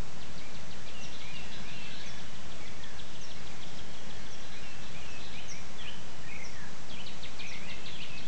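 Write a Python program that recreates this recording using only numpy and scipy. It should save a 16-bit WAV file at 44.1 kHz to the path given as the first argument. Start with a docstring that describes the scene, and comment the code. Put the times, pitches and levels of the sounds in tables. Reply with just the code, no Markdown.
"""Dawn chorus in a garden with tall trees

A small camera with a hissy microphone hears falling chips, thinner ticks and a high 'tseep' about once a second.
Other birds swoop, whistle, pip and carol; far ones twitter. Each voice is an unsteady sine on a pitch curve.
Trunks and leaves scatter every note by sparse random echoes, over shaped noise: low distant rumble and hiss.
"""
import sys
import numpy as np
from scipy import signal
from scipy.fft import rfft, irfft
from scipy.io import wavfile
from scipy.ndimage import uniform_filter1d

SR = 44100
rng = np.random.default_rng(int(sys.argv[2]) if len(sys.argv) > 2 else 0)


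def wav_record(signal):
    """Record a signal, one row per channel, as 16-bit PCM in the file named by sys.argv[1]."""
    frames = np.transpose(np.atleast_2d(signal))
    bounded = np.clip(frames, -1, 1)
    # unit amplitude maps onto the largest positive 16-bit level
    quanta = np.round(bounded * 32767).astype(np.int16)
    wavfile.write(sys.argv[1], SR, quanta)


N = 364707


def gain_of(db):
    """Decibels to amplitude."""
    return 10 ** (np.asarray(db) / 20)


def evened(x):
    """Scales to rms 1."""
    return x / np.sqrt(np.mean(x ** 2) + 1e-20)


def read(points, hz):
    """Reads a table on a log-frequency axis."""
    f, value = np.transpose(points)
    return np.interp(np.log(hz + 1), np.log(f + 1), value)


def add(mix, s, sound):
    """Mixes a sound in at time s, cut off at the end of the mix."""
    part = mix[max(round(s * SR), 0):][:len(sound)]
    part += sound[:len(part)]


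def drift(count, size):
    """Random wander of rms 1, noise smoothed twice over size samples."""
    smooth = uniform_filter1d(rng.standard_normal(count), size)
    return evened(uniform_filter1d(smooth, size))


def syrinx(hz, fade, waver=0.0067, flutter_db=2.33):
    """A bird's voice box: a nearly pure tone on a pitch curve, unsteady in pitch and level, with soft ends."""
    count = len(hz)
    unsteady_hz = hz * (1 + waver * drift(count, size=120))
    turns = np.cumsum(unsteady_hz) / SR
    flutter = gain_of(flutter_db * drift(count, size=240))
    swell = signal.windows.tukey(count, np.clip(fade, .05, 1)) * flutter
    return np.sqrt(2) * swell * np.sin(2 * np.pi * turns)


def slur(length, start_hz, middle_hz, end_hz, warble_hz, warble_rate, fade):
    """One note on a parabola of pitch, with a fast warble riding on it."""
    t = np.arange(int(max(length, .01) * SR)) / SR
    curve = np.polyfit([0, .5, 1], [start_hz, middle_hz, end_hz], 2)
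    arch = np.polyval(curve, t / t[-1])
    warble = warble_hz * np.sin(2 * np.pi * warble_rate * t)
    return syrinx(arch + warble, fade)


def trees(x, near_db, far_db, near_t60):
    """Quick scatter from nearby trunks and leaves, then a long thin tail from the whole grove."""
    # decay of the grove's tail by pitch: f/Hz, t60/s
    grove_decay = [(1500, 0.73), (3000, 1), (6000, 0.69)]
    t = np.arange(SR) / SR
    # sparse clicks of either sign, 3000 a second on average
    near, far = rng.choice([-1., 1.], (2, SR)) * (rng.random((2, SR)) < 3000 / SR)
    near = near * gain_of(-60 * t / near_t60) * (1 - np.exp(-t / 0.0024))
    # the far tail builds up more slowly and each frequency dies at its own pace
    hz, at, z = signal.stft(far * (1 - np.exp(-t / 0.019)), SR, nperseg=256)
    tail = z * gain_of(-60 * at / read(grove_decay, hz)[:, None])
    far = signal.istft(tail, SR, nperseg=256)[1][:SR]
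    near_echoes = gain_of(near_db) * near / np.linalg.norm(near)
    far_echoes = gain_of(far_db) * far / np.linalg.norm(far)
    return x + signal.fftconvolve(x, near_echoes + far_echoes)[:N]


def repeater(shape, rows, spread, uneven_db=.3):
    """A bird that repeats one syllable, never at quite the same pitch or strength."""
    at, hz, db = np.transpose(shape)
    t = np.arange(0, at[-1], 1 / SR)
    out = np.zeros(N)
    chances = rng.standard_normal((len(rows), 2))
    # a row may end in a pitch factor; without one the product is 1
    for (s, level_db, *factor), (sharp, loud) in zip(rows, chances):
        pitch = np.interp(t, at, hz) * np.prod(factor) * (1 + spread * sharp)
        tone = syrinx(pitch, fade=0.044)
        add(out, s, tone * gain_of(level_db + uneven_db * loud + np.interp(t, at, db)))
    return out


def run_of(runs, lag_s):
    """Times and levels of each run's syllables: a steady beat after a slow start, on one arch of loudness."""
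    settle_beats = 1.7  # time constant of the slow start
    rows = []
    for first, last, beat, *levels_db in runs:
        k = np.arange(round((last - first) / beat) + 1)
        times = first + k * beat + lag_s * (1 - np.exp(-k / settle_beats))
        loudness = np.polyfit([0, .5, 1], levels_db, 2)
        rows += zip(times, np.polyval(loudness, k / k[-1]))
    return rows


def whistler(rows, contour, fade):
    """Clear slurs of one contour with a slight warble, easing off in level toward the end."""
    out = np.zeros(N)
    for s, length, hz, db in rows:
        note = slur(length, *hz * np.array(contour), warble_hz=20, warble_rate=40, fade=fade)
        add(out, s, note * gain_of(db + np.linspace(.2, -1.5, len(note))))
    return out


def warbler(rows, warble_rate, fade):
    """Short arched syllables with a quick shake of pitch."""
    # share of the note's pitch at its start, middle and end
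    arch = (.94, 1.01, .97)
    out = np.zeros(N)
    for s, length, hz, db, warble_hz in rows:
        note = slur(length, *hz * np.array(arch), warble_hz, warble_rate, fade)
        add(out, s, gain_of(db) * note)
    return out


def air():
    """Low distant rumble running up into microphone hiss: shaped noise whose level wanders slightly."""
    # noise spectrum, relative: f/Hz, density/dB
    spectrum = [(20, -6.5), (45, -1.5), (70, 1.5), (95, -5.5), (125, -2), (188, 0.5), (270, -9.5),
                (600, -9.5), (1400, -14), (2200, -15.5), (4600, -19.5), (6000, -19.5), (7700, -23.5),
                (8400, -32)]
    hz = np.fft.rfftfreq(N, 1 / SR)
    shape = gain_of(read(spectrum, hz)) * (hz < 9000)
    noise = irfft(rfft(rng.standard_normal(N)) * shape, N)
    return gain_of(-47 + 0.36 * drift(N, size=4000)) * evened(noise)


def far_chorus(count, low_hz, high_hz, level_db):
    """Many birds too far off to tell apart: one note per equal slot, at a chance moment, pitch and bend."""
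    # how busy the far birds sound: t/s, relative level/dB
    bustle = [(0, -7), (.7, -5), (1.2, 1), (2, 7), (2.8, -2.5), (3.4, 4.5), (4.1, 2), (4.55, 4), (5.3, 3),
              (6.7, -8), (7.4, -2), (8.2, 1)]
    out = np.zeros(N)
    for turn, (when, length, pitch, bend, loud) in enumerate(rng.random((count, 5))):
        hz = low_hz * (high_hz / low_hz) ** pitch
        glide = .35 * (bend - .5)
        note = slur(0.02974 + .07 * length, hz * (1 + glide), hz, hz * (1 - glide / 2),
                    warble_hz=69, warble_rate=45.3, fade=0.42)
        add(out, (turn + when) / count * N / SR, gain_of(3 * loud) * note)
    bustle_db = np.interp(np.arange(N) / SR, *np.transpose(bustle))
    scattered = trees(out, near_db=4.5, far_db=9.0, near_t60=0.22)
    return gain_of(level_db + bustle_db) * evened(scattered)


def falling_chips():
    """Sharp chips, each a steep drop in pitch, in runs on a quick beat."""
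    # syllable: t/s from its start, f/Hz, relative level/dB
    chip = [(0, 4950, -6), (.003, 4550, -6), (.008, 3950, -2.5), (.016, 3380, -5.5), (.026, 2750, -7.5),
            (.034, 1860, -8.5)]
    # runs: first t/s, last t/s, beat/s, relative level/dB at start, middle and end
    chip_runs = [(.208, 2.0, .1612, -47.5, -46.5, -46.5), (6.893, 7.39, .160, -45.5, -41.5, -41),
                 (7.526, 8.18, .158, -43, -41.5, -43.5)]
    chips = repeater(chip, run_of(chip_runs, lag_s=.019), spread=0.0085)
    return gain_of(-1.5) * trees(chips, near_db=-1.0, far_db=-5.0, near_t60=0.17)


def whistles():
    """Whistles told apart by contour: rising, falling, level, sinking low, or climbing and dropping back."""
    # contours: share of the note's pitch at its start, middle and end
    rise = (.875, 1, 1.035)
    fall = (1.075, .997, .987)
    hold = (1.03, 0.99, 1.004)
    sigh = (1.115, 1, .91)
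    hump = (.85, 0.98, .84)
    # notes of each contour, each fall answering a rise: t/s, length/s, f/Hz, relative level/dB
    rises = [(.854, .064, 2530, -57), (1.202, .13, 2380, -54.5), (1.64, 0.11, 2520, -53.5),
             (1.799, .079, 2285, -57), (2.035, 0.058, 2434, -53), (4.534, 0.075, 2420, -54.5),
             (4.939, 0.057, 2447, -53), (5.335, 0.066, 2450, -51.5), (5.38, .033, 3025, -50),
             (5.512, 0.088, 2300, -53.5), (7.611, 0.068, 2480, -51), (7.835, .04, 3290, -53),
             (8.222, .045, 3354, -51)]
    falls = [(.939, 0.092, 2764, -50), (1.329, .13, 2734, -48.5), (1.722, 0.18, 2684, -52.5),
             (4.62, 0.13, 2695, -53.5), (5.01, .06, 2810, -56.5), (7.666, .11, 2696, -51)]
    holds = [(2.598, 0.066, 2260, -52), (4.76, 0.12, 2640, -58.5), (5.072, 0.16, 2607, -52.5),
             (7.805, .06, 2650, -52.5), (8.092, 0.095, 2600, -49)]
    sighs = [(.663, .17, 1860, -63), (1.425, .13, 1835, -58.5), (2.04, .17, 1817, -59.5),
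             (2.783, .24, 1708, -59.5), (5.789, .116, 1790, -55), (6.53, .13, 1772, -52.5)]
    humps = [(.4, .11, 2427, -57.5)]
    voices = [(rises, rise), (falls, fall), (holds, hold), (sighs, sigh), (humps, hump)]
    notes = sum(whistler(rows, contour, fade=.15) for rows, contour in voices)
    return gain_of(-0.2) * trees(notes, near_db=-6.5, far_db=-5, near_t60=0.28)


def high_tseeps():
    """A high, gently falling 'tseep' about once a second."""
    # syllable: t/s from its start, f/Hz, relative level/dB
    tseep = [(0, 6350, -11), (.008, 6280, -7), (.02, 5844, -5), (.032, 5560, -2), (.045, 5230, -10.5)]
    # calls: t/s, relative level/dB, pitch factor
    tseep_calls = [(1.009, -48, 1.0), (2.059, -48.5, .985), (3.211, -48, .99), (4.303, -49, 0.99),
                   (5.091, -56, 1), (5.479, -43.5, 1.018), (6.428, -49, 0.975), (7.465, -50, 0.99)]
    tseeps = repeater(tseep, tseep_calls, spread=0.0033)
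    return gain_of(-1.0) * trees(tseeps, near_db=1.3, far_db=-3.0, near_t60=0.2)


def buzzing_twitters():
    """Far twitters that buzz because their pitch shakes wide and fast."""
    # twitters: t/s, length/s, relative level/dB
    buzzes = [(1.118, 0.046, -47.5), (1.21, .056, -54), (1.514, 0.051, -48), (1.7, 0.063, -53.5),
              (1.902, 0.077, -48.5), (4.412, 0.045, -56), (4.51, 0.047, -52.5), (4.808, 0.065, -51),
              (5.18, .11, -51.5), (5.309, 0.057, -52), (7.451, .06, -56), (7.866, 0.052, -48.5)]
    buzz_hz, depth_hz = 3705, 410  # pitch that the arch bends, and the shake to either side
    rows = [(s, length, buzz_hz, db, depth_hz) for s, length, db in buzzes]
    twitters = warbler(rows, warble_rate=90, fade=0.28)
    return gain_of(-4.0) * trees(twitters, near_db=-3.5, far_db=-0.5, near_t60=0.3)


def carols():
    """Carolled phrases of short syllables, each with its own depth of warble."""
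    # syllables: t/s, length/s, f/Hz, relative level/dB, warble depth/Hz
    carol_notes = [(1.267, .06, 2250, -56, 115), (1.85, .09, 2060, -57, 59.4),
                   (2.645, 0.053, 2040, -54.5, 10), (6.225, 0.066, 1850, -53.5, 50),
                   (6.272, 0.074, 2470, -48.5, 73), (6.31, 0.029, 2186, -46.5, 5),
                   (6.34, 0.037, 2380, -43.5, 170), (6.385, 0.057, 2117, -47.5, 43),
                   (7.392, .04, 2450, -47, 12), (7.43, 0.054, 2405, -43, 190),
                   (7.485, .05, 2550, -54.5, 91), (7.505, 0.087, 2130, -47.5, 105),
                   (7.675, 0.061, 2088, -49, 77)]
    song = warbler(carol_notes, warble_rate=67, fade=0.39)
    return gain_of(-1.0) * trees(song, near_db=-5.0, far_db=-8.5, near_t60=0.29)


def thin_ticks():
    """Thinner falling ticks that start higher than the chips, in one run."""
    # syllable: t/s from its start, f/Hz, relative level/dB
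    tick = [(0, 5996, -20), (.005, 5290, -16.5), (.009, 4396, -16.5), (.015, 3900, -14), (.021, 3520, -7),
            (.026, 3202, -8), (.032, 2460, -20)]
    # run: first t/s, last t/s, beat/s, relative level/dB at start, middle and end
    tick_runs = [(1.841, 4.25, .1585, -45, -42, -45)]
    ticks = repeater(tick, run_of(tick_runs, lag_s=.026), spread=0.0048)
    return gain_of(1.5) * trees(ticks, near_db=-6.0, far_db=-7.0, near_t60=0.11)


def soft_pips():
    """One run of soft short pips that sink only slightly in pitch."""
    # syllable: t/s from its start, f/Hz, relative level/dB
    pip = [(0, 3430, -6), (.014, 3257, 1), (.03, 3190, -3)]
    # run: first t/s, last t/s, beat/s, relative level/dB at start, middle and end
    pip_runs = [(3.41, 4.33, .181, -59.5, -56.5, -57)]
    pips = repeater(pip, run_of(pip_runs, lag_s=.014), spread=0.0034)
    return gain_of(-1.0) * trees(pips, near_db=-3.5, far_db=0.5, near_t60=0.3)


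def swooping_calls():
    """A call whose pitch swoops down and up again."""
    # syllable: t/s from its start, f/Hz, relative level/dB
    swoop = [(0, 3513, -6), (.018, 3350, -1), (.042, 3130, 0.5), (.058, 2598, -11.5), (.072, 2333, -1.5),
             (.086, 2520, -1.5), (.102, 2960, 2.5), (.12, 3080, 0.5)]
    # calls: t/s, relative level/dB
    swoop_calls = [(5.78, -46), (6.9, -47), (7.918, -45.5)]
    swoops = repeater(swoop, swoop_calls, spread=0.0031)
    return gain_of(-1.0) * trees(swoops, near_db=-3.5, far_db=-8, near_t60=0.22)


def scene():
    """The birds, each with its own share of echo from the trees, over the air."""
    chorus = far_chorus(count=230, low_hz=1479, high_hz=3726, level_db=-61.0)
    high_chorus = far_chorus(count=160, low_hz=3810, high_hz=5950, level_db=-67.0)
    backdrop = air() + chorus + high_chorus
    repeated = falling_chips() + high_tseeps() + thin_ticks() + soft_pips() + swooping_calls()
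    sung = whistles() + buzzing_twitters() + carols()
    return (backdrop + repeated + sung)[None]


def record(dry):
    """The camera adds a faint whine, cuts the treble above about 8.5 kHz and shifts the wave by a steady offset."""
    # thin electronic tones ahead of the treble cut: f/Hz, level/dB
    whine_tones = [(5938, -71), (7677, -87), (7709, -81.5), (8323, -93.5)]
    t = np.arange(N) / SR
    whine = sum(np.sqrt(2) * gain_of(db) * np.sin(2 * np.pi * hz * t) for hz, db in whine_tones)
    offset = -.0752
    lowpass = signal.firwin(301, 8500, window=("kaiser", 9), fs=SR)
    return signal.oaconvolve(dry + whine, lowpass[None], "same") + offset


dry = scene()
out = record(dry)
wav_record(out)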